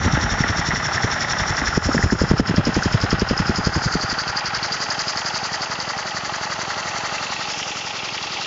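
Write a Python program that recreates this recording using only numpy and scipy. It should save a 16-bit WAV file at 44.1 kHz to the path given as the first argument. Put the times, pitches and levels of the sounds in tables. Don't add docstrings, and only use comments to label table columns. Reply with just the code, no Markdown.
import sys
import numpy as np
from scipy import signal
from scipy.io import wavfile
from scipy.ndimage import uniform_filter1d

SR = 44100
rng = np.random.default_rng(int(sys.argv[2]) if len(sys.argv) > 2 else 0)


def magnitude_from_level(level_db):
    exponent = np.asarray(level_db, float) / 20
    return 10 ** exponent


def materialize(psi):
    bounded = np.clip(np.atleast_2d(psi).T, -1, 1)
    quanta = np.round(bounded * 32767).astype(np.int16)
    wavfile.write(sys.argv[1], SR, quanta)


N = 373086

# [t/s, turns completed]
CRANK_TURNS = [(0.046, 0), (0.763, 8), (1.491, 16), (2.574, 28), (4.026, 44), (4.738, 52), (6.172, 68),
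               (7.239, 80), (7.601, 84), (8.427, 93)]
# [t/s, lead/ms]
FLYWHEEL_LEAD = [(0, 0.091), (4.2, 2.466), (8.46, 6.5)]

# [t/s, view: 0 over the tank, 1 at the crank, 2 facing the flywheel, 3 behind it,
# 4 at the cylinder]; a table "by view" has one value for each of these five
WALK = [(1.6, 0), (2.8, 2.5), (3.9, 1.15), (4.8, 2.5), (5.6, 2.5), (7.0, 3), (7.4, 3.5), (7.85, 4.5)]
# [t/s, level/dB]
NEARNESS = [(0, 0.5), (.7, 0.5), (1.6, 1), (2.4, 0), (3.2, 0.5), (4.2, 0.5), (5.2, -0.1), (6.1, -0.5),
            (7.1, 2), (7.8, -0.5), (8.46, 0)]
# [t/s, share]
FACING = [(3.2, 0.12), (4.6, 0.83)]
# [t/s, share]
BEHIND = [(4.0, 0.022), (7.4, 0.51)]
# [t/s, share]
PIN_BEHIND = [(6.4, 0.15), (7.2, 0.81)]

BENCH_LEVELS = [
    (-43, -44, -45.5, -44.5, -44),
    (-34, -52, -49.5, -48, -51.5),
    (-32, -33.5, -30, -33.5, -36),
    (-49, -30, -41.5, -38.5, -41),
]

# [t/s, level/dB]
DRAUGHT = [(0, -21.5), (.6, -29), (1.2, -35), (1.7, -24.5), (3.5, -26), (4.1, -37), (4.6, -42), (5.4, -53),
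           (6.2, -57)]
STEADY_DRAUGHT = (.5, 0.33, .4, 0.39, 0.41)

# [t/s, level/dB, f/Hz, lag of the second lump/ms]
BLOWS = [(1.779, -10.5, 194, 3), (1.864, -18, 85, 6), (1.951, -10.5, 229, 20), (2.043, -7.5, 116, 22),
         (2.128, -9, 215, 8.5), (2.219, -8, 216, 22), (2.317, -2.5, 180, 24), (2.401, -8, 225, 12),
         (2.497, -12.5, 196, 16), (2.585, -3.5, 173, 13), (2.674, -11, 259, 20), (2.769, -12.5, 273, 8),
         (2.862, -12, 190, 5), (2.947, -9, 148.4, 7), (3.041, -12, 141, 6), (3.132, -11, 194, 15),
         (3.224, -11, 185, 5), (3.314, -10.5, 216, 19), (3.403, -11.5, 157, 24), (3.499, -10.5, 141, 7.8),
         (3.589, -15.5, 167, 9), (3.674, -10.5, 142, 20), (3.767, -12.5, 149, 12), (3.865, -16, 126, 6.6),
         (3.957, -15, 235, 5), (4.041, -20.5, 180, 1.9), (4.128, -27.5, 212, 4)]
# [t/s, loss per ms of lag/dB]
SECOND_LOSS = [(2.9, .12), (3.1, 0.5)]
# [t/s, level/dB, f/Hz]
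EDDIES = [(0.054, -15.5, 100), (0.066, -13, 99), (0.081, -14, 203), (0.14, -12.5, 126), (0.177, -17, 242),
          (0.244, -21, 90), (0.269, -20.5, 169), (0.336, -17.5, 79.5), (0.41, -11, 123),
          (0.446, -18.5, 232), (0.504, -13, 86), (0.595, -20, 118), (0.69, -19, 138), (0.737, -19.5, 180),
          (0.78, -25.5, 110), (0.964, -21.5, 89), (1.048, -13, 111.6), (1.511, -21, 118), (1.623, -20, 267),
          (1.892, -10, 273), (1.995, -16.5, 190), (2.154, -11.5, 126), (2.431, -14, 100),
          (2.544, -19.5, 253), (2.683, -15, 200), (2.788, -16.5, 139)]

# [t/s, peak level/dB, f/Hz]
TICKS = [(0.0387, -22, 1760), (0.188, -16.5, 1740), (0.4379, -7, 1890), (0.5277, -17.5, 1160),
         (0.7078, -10.5, 1950), (0.7584, -13.5, 1780), (0.9802, -7.5, 1820), (1.034, -8.5, 1910),
         (1.2471, -10.5, 1940), (1.4356, -14.5, 1890), (1.6172, -12, 1900), (1.935, -21, 1510),
         (1.9795, -7.5, 1780), (2.0272, -8, 1880), (2.1028, -9, 1675), (2.8253, -10.5, 1510),
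         (3.877, -13, 1480), (4.0991, -10.5, 4900), (4.1872, -11, 4550), (4.2632, -23.5, 1390),
         (4.2786, -10.5, 4720), (4.6294, -12, 4500), (4.7205, -13, 4700), (4.8105, -38, 4620),
         (5.0814, -7.5, 4890), (5.347, -14, 4500)]

# [time from mid puff/ms, f/Hz, t60/s, front level/dB, rear level/dB]
ROD_RINGS = [(-2.5, 850, 0.055, -24, -27.5), (36, 840, 0.046, -21, -25.5), (-34.5, 790, 0.062, -24, -28),
             (39.5, 1900, 0.04, -22, -38)]
# [time from mid puff/ms, f/Hz, t60/s, front level/dB, rear level/dB]
CROSSHEAD_RINGS = [(-4, 2730, .03, -36, -22), (37, 2660, .036, -33, -21), (16, 2690, .026, -40, -22.5),
                   (-28, 2760, .026, -38, -23)]
CROSSHEAD_CARRY = (0, 0.1, 1, 4, 2)

# [f/Hz, width/Hz, front level/dB, level behind the flywheel/dB]
PARTS = [
    [(831, 130, -4.5, 1.5), (699, 167, -2.5, -5)],
    [(1238, 304, -2, 7), (1401, 285, 2.5, -18.5), (1083, 140, -7.5, -10.5)],
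    [(1900, 207, 0, -0.5), (1700, 346, 9.5, -15.5)],
    [(2710, 220, -15.5, -1.5), (2440, 800, 4, 5.5), (3010, 600, -1, 1.5), (3340, 220, -7.5, -28)],
]
PART_LEVELS = [
    (-32, -35, -35.5, -33.5, -37.5),
    (-26.5, -26.5, -27.5, -30.5, -34),
    (-27, -33.5, -31.5, -32.5, -38.5),
    (-35.5, -39, -32, -35.5, -30),
]
# [time from mid puff/ms, decay/ms, level over rattle in 4 parts/dB]
KNOCKS_ASIDE = [(-34.5, 6, 10, 3, -8, 5.3), (-31.5, 13, -5.5, 11.7, 6.5, 3),
                (-4.5, 17, -13, 8.7, 11.5, 11.1), (0.5, 3.4, 2, 1.7, 5, 6.8), (31, 1.6, 9.5, 3, 12, 3),
                (31.5, 8.6, 13.5, 14, 12, 7)]
# [time from mid puff/ms, decay/ms, level over rattle in 4 parts/dB]
KNOCKS_FACING = [(-29.5, 19, 2.5, 7.5, -25, 5), (-30.5, 17, 7.6, -7.5, 2, -3.5),
                 (-4.5, 6.1, 12, 15, 16.5, 4), (1, 13, 7.8, 6.5, 12, 2.5), (33.5, 2.8, 3.4, 2.5, -2.5, 20),
                 (30, 2.8, 4.7, -8.5, -2.5, 12.5)]

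# [t/s, whistle level/dB, whistle f/Hz]
PORT = [(0, -29, 5620), (.6, -27.5, 5460), (1.5, -26.5, 5470), (2.5, -30, 5170), (3.5, -27.5, 5060),
        (4.0, -26.5, 4740), (5.2, -25.5, 4800), (6.0, -30.5, 4660), (7.0, -31.5, 4520), (7.42, -29, 4370),
        (7.58, -29, 5500), (7.82, -31, 5520), (8.0, -31.5, 4920), (8.46, -28.5, 4420)]
JET_LEVELS = [
    (-9, -4, -12.5, -1.5, -9),
    (-10, -8.5, -12.5, -5.5, -3.5),
    (0, -4.5, 10.5, -3, 2.5),
]
BLURRED = (0, 0, 0.02, 0.4, 1)
UNDERTONE = (-9, -28, -21, -22.5, -24)

REFLECTION_NULL = (0.01, 0.1, 0.6, 0.25, 0.01)

# [t/s, depth/dB]
TRIPS = [(1.778, 6), (2.046, 2.5), (2.065, 3), (2.13, 5.5), (2.22, 1), (2.316, 5.5), (2.404, 8),
         (2.583, 4.5), (3.221, 2.5), (3.676, 1.5)]
# [f/Hz, level/dB]
ROLL_OFF = [(6000, -3.5), (6900, -4.5), (7350, -9), (7600, -17)]


def evened(x, size=None):
    if size is None:
        power = np.mean(x ** 2)
    else:
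        power = uniform_filter1d(uniform_filter1d(x ** 2, size), size)
    return x / np.sqrt(abs(power) + 1e-20)


def curves(rows):
    s, *columns = np.transpose(rows)
    return [np.interp(np.arange(N) / SR, s, c) for c in columns]


def seen(values):
    return np.interp(curves(WALK)[0], np.arange(len(values)), values)


def add(mix, s, sound):
    part = mix[max(round(s * SR), 0):][:len(sound)]
    part += sound[:len(part)]


def band(x, lo_hz, hi_hz, order=2):
    return signal.sosfilt(signal.butter(order, [lo_hz, hi_hz], "band", fs=SR, output="sos"), x)


def mode(x, hz, width):
    b, a = signal.iirpeak(hz, hz / (1.6 * width), SR)
    return signal.lfilter(b, a, signal.lfilter(b, a, x))


def resonate(x, hz, width):
    turn = np.exp(2j * np.pi * np.cumsum(hz * np.ones(len(x))) / SR)
    r = np.exp(-1.5 * np.pi * width / SR)
    smooth = signal.lfilter([(1 - r) ** 2], [1, -2 * r, r * r], x / turn + 1e-18)
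    return 2 * (turn * smooth).real


def moments(ms, lead=1., jitter_ms=0.):
    s, turns = np.transpose(CRANK_TURNS)
    s = np.interp(np.arange(turns[-1] + 1), turns, s)
    s = np.r_[2 * s[0] - s[1], s, 2 * s[-1] - s[-2]]
    early_ms = lead * np.interp(s, *np.transpose(FLYWHEEL_LEAD))
    shift_ms = ms - early_ms + jitter_ms * rng.standard_normal(len(s))
    at = np.round((s + shift_ms / 1000) * SR).astype(int)
    return at[(at >= 0) & (at < N)]


def train(ms, spread_db, lead=1., jitter_ms=0.):
    out = np.zeros(N)
    at = moments(ms, lead, jitter_ms)
    out[at] = magnitude_from_level(spread_db * rng.uniform(-1.7, 1.7, len(at)))
    return out


def dying(x, ms, rise_ms=0.76):
    rise, fall = np.exp(-1000 / (np.array([rise_ms, ms]) * SR))
    return signal.lfilter([1 - rise], np.convolve([1, -rise], [1, -fall]), x)


def grit(per_s, spread_db, share):
    size = magnitude_from_level(spread_db * np.minimum(rng.exponential(1, N), 4)) * rng.choice([-1, 1], N)
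    clicks = evened(size * (rng.random(N) < per_s / SR))
    return np.sqrt(1 - share) * rng.standard_normal(N) + np.sqrt(share) * clicks


def bench():
    hum_db, boom_db, in_db, out_db = map(seen, BENCH_LEVELS)
    t = np.arange(-.012, .02, 1 / SR)
    push = np.sin(2 * np.pi * 150 * t) * np.exp(-(t / 0.0035) ** 2)
    snap = 0.59 * np.sin(2 * np.pi * 380 * t) * np.exp(-(t / 0.0023) ** 2)
    inward = signal.oaconvolve(train(-33.0, 0.41, 0.92, .4), push + snap)[:N]
    outward = signal.oaconvolve(train(3.9, 0.87, 0., 0.83), -push - snap)[:N]
    thumps = band(magnitude_from_level(in_db + 6.5) * inward + magnitude_from_level(out_db + 8.0) * outward, 66, 1500)
    hum = evened(band(rng.standard_normal(N), 260, 620))
    boom = evened(band(rng.standard_normal(N), 63, 220))
    return magnitude_from_level(hum_db + 1.5) * hum + magnitude_from_level(boom_db - 0.5) * boom + thumps


def draught():
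    gate = signal.oaconvolve(train(-8.5, 2.2, 0., 2.5), np.hanning(round(0.048 * SR)))[:N]
    air = evened(band(rng.standard_normal(N), 35, 150))
    return magnitude_from_level(curves(DRAUGHT)[0]) * air * (gate + seen(STEADY_DRAUGHT))


def air_lump(t, hz, noise):
    length = 0.0035 * np.sqrt(180 / hz)
    start = 2 * np.pi * noise[:3]
    cycles = hz * t * (1.1 - 12 * np.clip(t, 0, .03))
    swing = np.cos(2 * np.pi * cycles + start[0])
    swing *= np.exp(-(t / (length * np.where(t > 0, 2.3, .7))) ** 2)
    front = 0.72 * np.cos(2 * np.pi * 2.02 * hz * t + start[1]) * np.exp(-(t / (0.55 * length)) ** 2)
    sway = 0.33 * np.cos(2 * np.pi * 55 * t + start[2]) * np.exp(-(t / 0.0081) ** 2)
    flutter = 0.21 * evened(band(noise, 320, 410, order=1)) * np.exp(-(t / length) ** 2)
    wake = 0.26 * evened(band(noise[::-1], 50, 240, order=1))
    wake *= np.exp(-np.maximum(t, 0) / 0.014) * (t > 0)
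    return swing + front + sway + flutter + wake, length


def buffet():
    out = np.zeros(N)
    t = np.arange(-1200, 2400) / SR
    lumps = [(s, db, hz) for s, db, hz, lag in BLOWS]
    for s, db, hz, lag in BLOWS:
        loss_db = lag * np.interp(s, *np.transpose(SECOND_LOSS))
        lumps.append((s + lag / 1000, db - loss_db, 0.73 * hz))
    for s, db, hz in lumps + list(EDDIES):
        lump, length = air_lump(t, hz, rng.standard_normal(len(t)))
        add(out, s + t[0] - .7 * length, magnitude_from_level(db + 2.0) * lump)
    return out


def ticks():
    out = np.zeros(N)
    t = np.arange(700) / SR
    shape = np.minimum(t / 0.0017, 1) * np.exp(-(t / 0.0028) ** 2)
    for s, db, hz in TICKS:
        noise = rng.standard_normal(len(t))
        low = evened(mode(noise, 0.49 * hz, .3 * hz))
        ring = shape * (np.sin(2 * np.pi * hz * t) + 0.17 * low + 0.1 * noise)
        add(out, s - .0008, magnitude_from_level(db + 1.0) * ring / abs(ring).max())
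    return out


def rings():
    out = np.zeros(N)
    t = np.arange(2600) / SR
    behind = curves(PIN_BEHIND)[0]
    for rows, carry_db, spread_db in ((CROSSHEAD_RINGS, seen(CROSSHEAD_CARRY), 1.5), (ROD_RINGS, 0, 3.0)):
        for ms, hz, t60, front, back in rows:
            ring = magnitude_from_level(-60 * t / t60) * np.sin(2 * np.pi * hz * t) * np.minimum(t / 0.0026, 1)
            level = magnitude_from_level(carry_db + front + (back - front) * behind)
            out += level * signal.oaconvolve(train(ms, spread_db, 1., 1.9), ring)[:N]
    return out


def frame():
    facing, behind = curves(FACING)[0], curves(BEHIND)[0]
    shared = grit(3500, 4.8, 0.42)
    power = np.ones((len(PARTS), N))
    for knocks, share, lead in ((KNOCKS_ASIDE, 1 - facing, 0), (KNOCKS_FACING, facing, 1)):
        for ms, decay_ms, *db in knocks:
            blow = dying(train(ms - 2.5, 1.1, lead, 3.9), decay_ms, rise_ms=3.3)
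            power += share * (magnitude_from_level(np.array(db)[:, None]) * blow) ** 2
    out = np.zeros(N)
    for modes, drive, db in zip(PARTS, np.sqrt(power), map(seen, PART_LEVELS)):
        shake = drive * (0.69 * shared + 0.7 * rng.standard_normal(N))
        ring = np.zeros(N)
        for hz, width, front, back in modes:
            ring += magnitude_from_level(front + (back - front) * behind) * mode(shake, hz, width)
        out += magnitude_from_level(db) * evened(ring, size=12000)
    return magnitude_from_level(curves(NEARNESS)[0]) * out


def exhaust():
    db, hz = curves(PORT)
    top_db, leak_db, spit_db = map(seen, JET_LEVELS)
    window = np.linspace(0, 1, round(0.044 * SR))
    opening = np.minimum(27.0 * window, 1) * (0.34 + 0.59 * window)
    puff = signal.oaconvolve(train(-26.5, 1.4, 0.52, 0.6), opening)[:N]
    swell = signal.oaconvolve(train(-6.5, 1.5, 0.27, 2.0), np.hanning(round(0.024 * SR)))[:N]
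    spit = dying(train(-14.0, 1.8, 0.41, .8), 5.5, 0.68)
    tail = dying(train(21.4, 0.7, 0.26, 0.73), 7.7)
    flow = np.sqrt(puff ** 2 + 0.3 * tail ** 2 + magnitude_from_level(2 * leak_db))
    jet = grit(6000, 2.6, .3) * (flow + magnitude_from_level(spit_db) * spit)
    blur = seen(BLURRED)
    port = np.sqrt(1 - blur) * resonate(jet, hz, 450) + np.sqrt(blur) * 1.6 * resonate(jet, hz, 1600)
    port += 0.15 * band(jet, 4090, 6040, order=4)
    port += magnitude_from_level(seen(UNDERTONE)) * resonate(jet, .655 * hz, 340)
    fizz = grit(5000, 5.4, 0.2) * (1.1 * flow + 0.55 * swell)
    top = band(fizz, 5900, 7280) + 0.83 * resonate(fizz, np.minimum(hz + 1550, 6900), 570)
    return magnitude_from_level(db) * (evened(port, size=12000) + magnitude_from_level(top_db) * evened(top, size=12000))


def scene():
    engine = ticks() + rings() + frame() + exhaust()
    cancelled = signal.lfilter(*signal.iirpeak(3550, 9.0, SR), engine)
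    engine = engine - seen(REFLECTION_NULL) * cancelled
    return (bench() + draught() + buffet() + engine)[None]


def limiter(x, t):
    duck_db = np.zeros(N)
    for s, db in TRIPS:
        dip = (t > s + .003) * np.exp(-((t - s) / 0.048) ** 4)
        duck_db = np.maximum(duck_db, 1.32 * db * dip)
    x = x * magnitude_from_level(-uniform_filter1d(duck_db, size=80))
    ceiling = .6
    return ceiling * np.tanh(x / ceiling)


def roll_off(x):
    return signal.sosfilt(signal.butter(12, 8370, fs=SR, output="sos"), x)


def record(dry):
    t = np.arange(N) / SR
    x = limiter(band(dry, 33, 20000, order=1), t)
    hz, db = np.transpose(ROLL_OFF)
    taps = signal.firwin2(255, np.r_[0, hz, SR / 2], magnitude_from_level(np.r_[0, db, db[-1]]), fs=SR)
    edge = signal.firwin(801, 7740, window=("kaiser", 10), fs=SR)
    x = signal.oaconvolve(x, np.convolve(taps, edge)[None], "same")
    image = band(x * np.cos(2 * np.pi * 16000 * t), 8200, 8450, order=6)
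    return roll_off(x + magnitude_from_level(-15) * image)


dry = scene()
out = record(dry)
materialize(out)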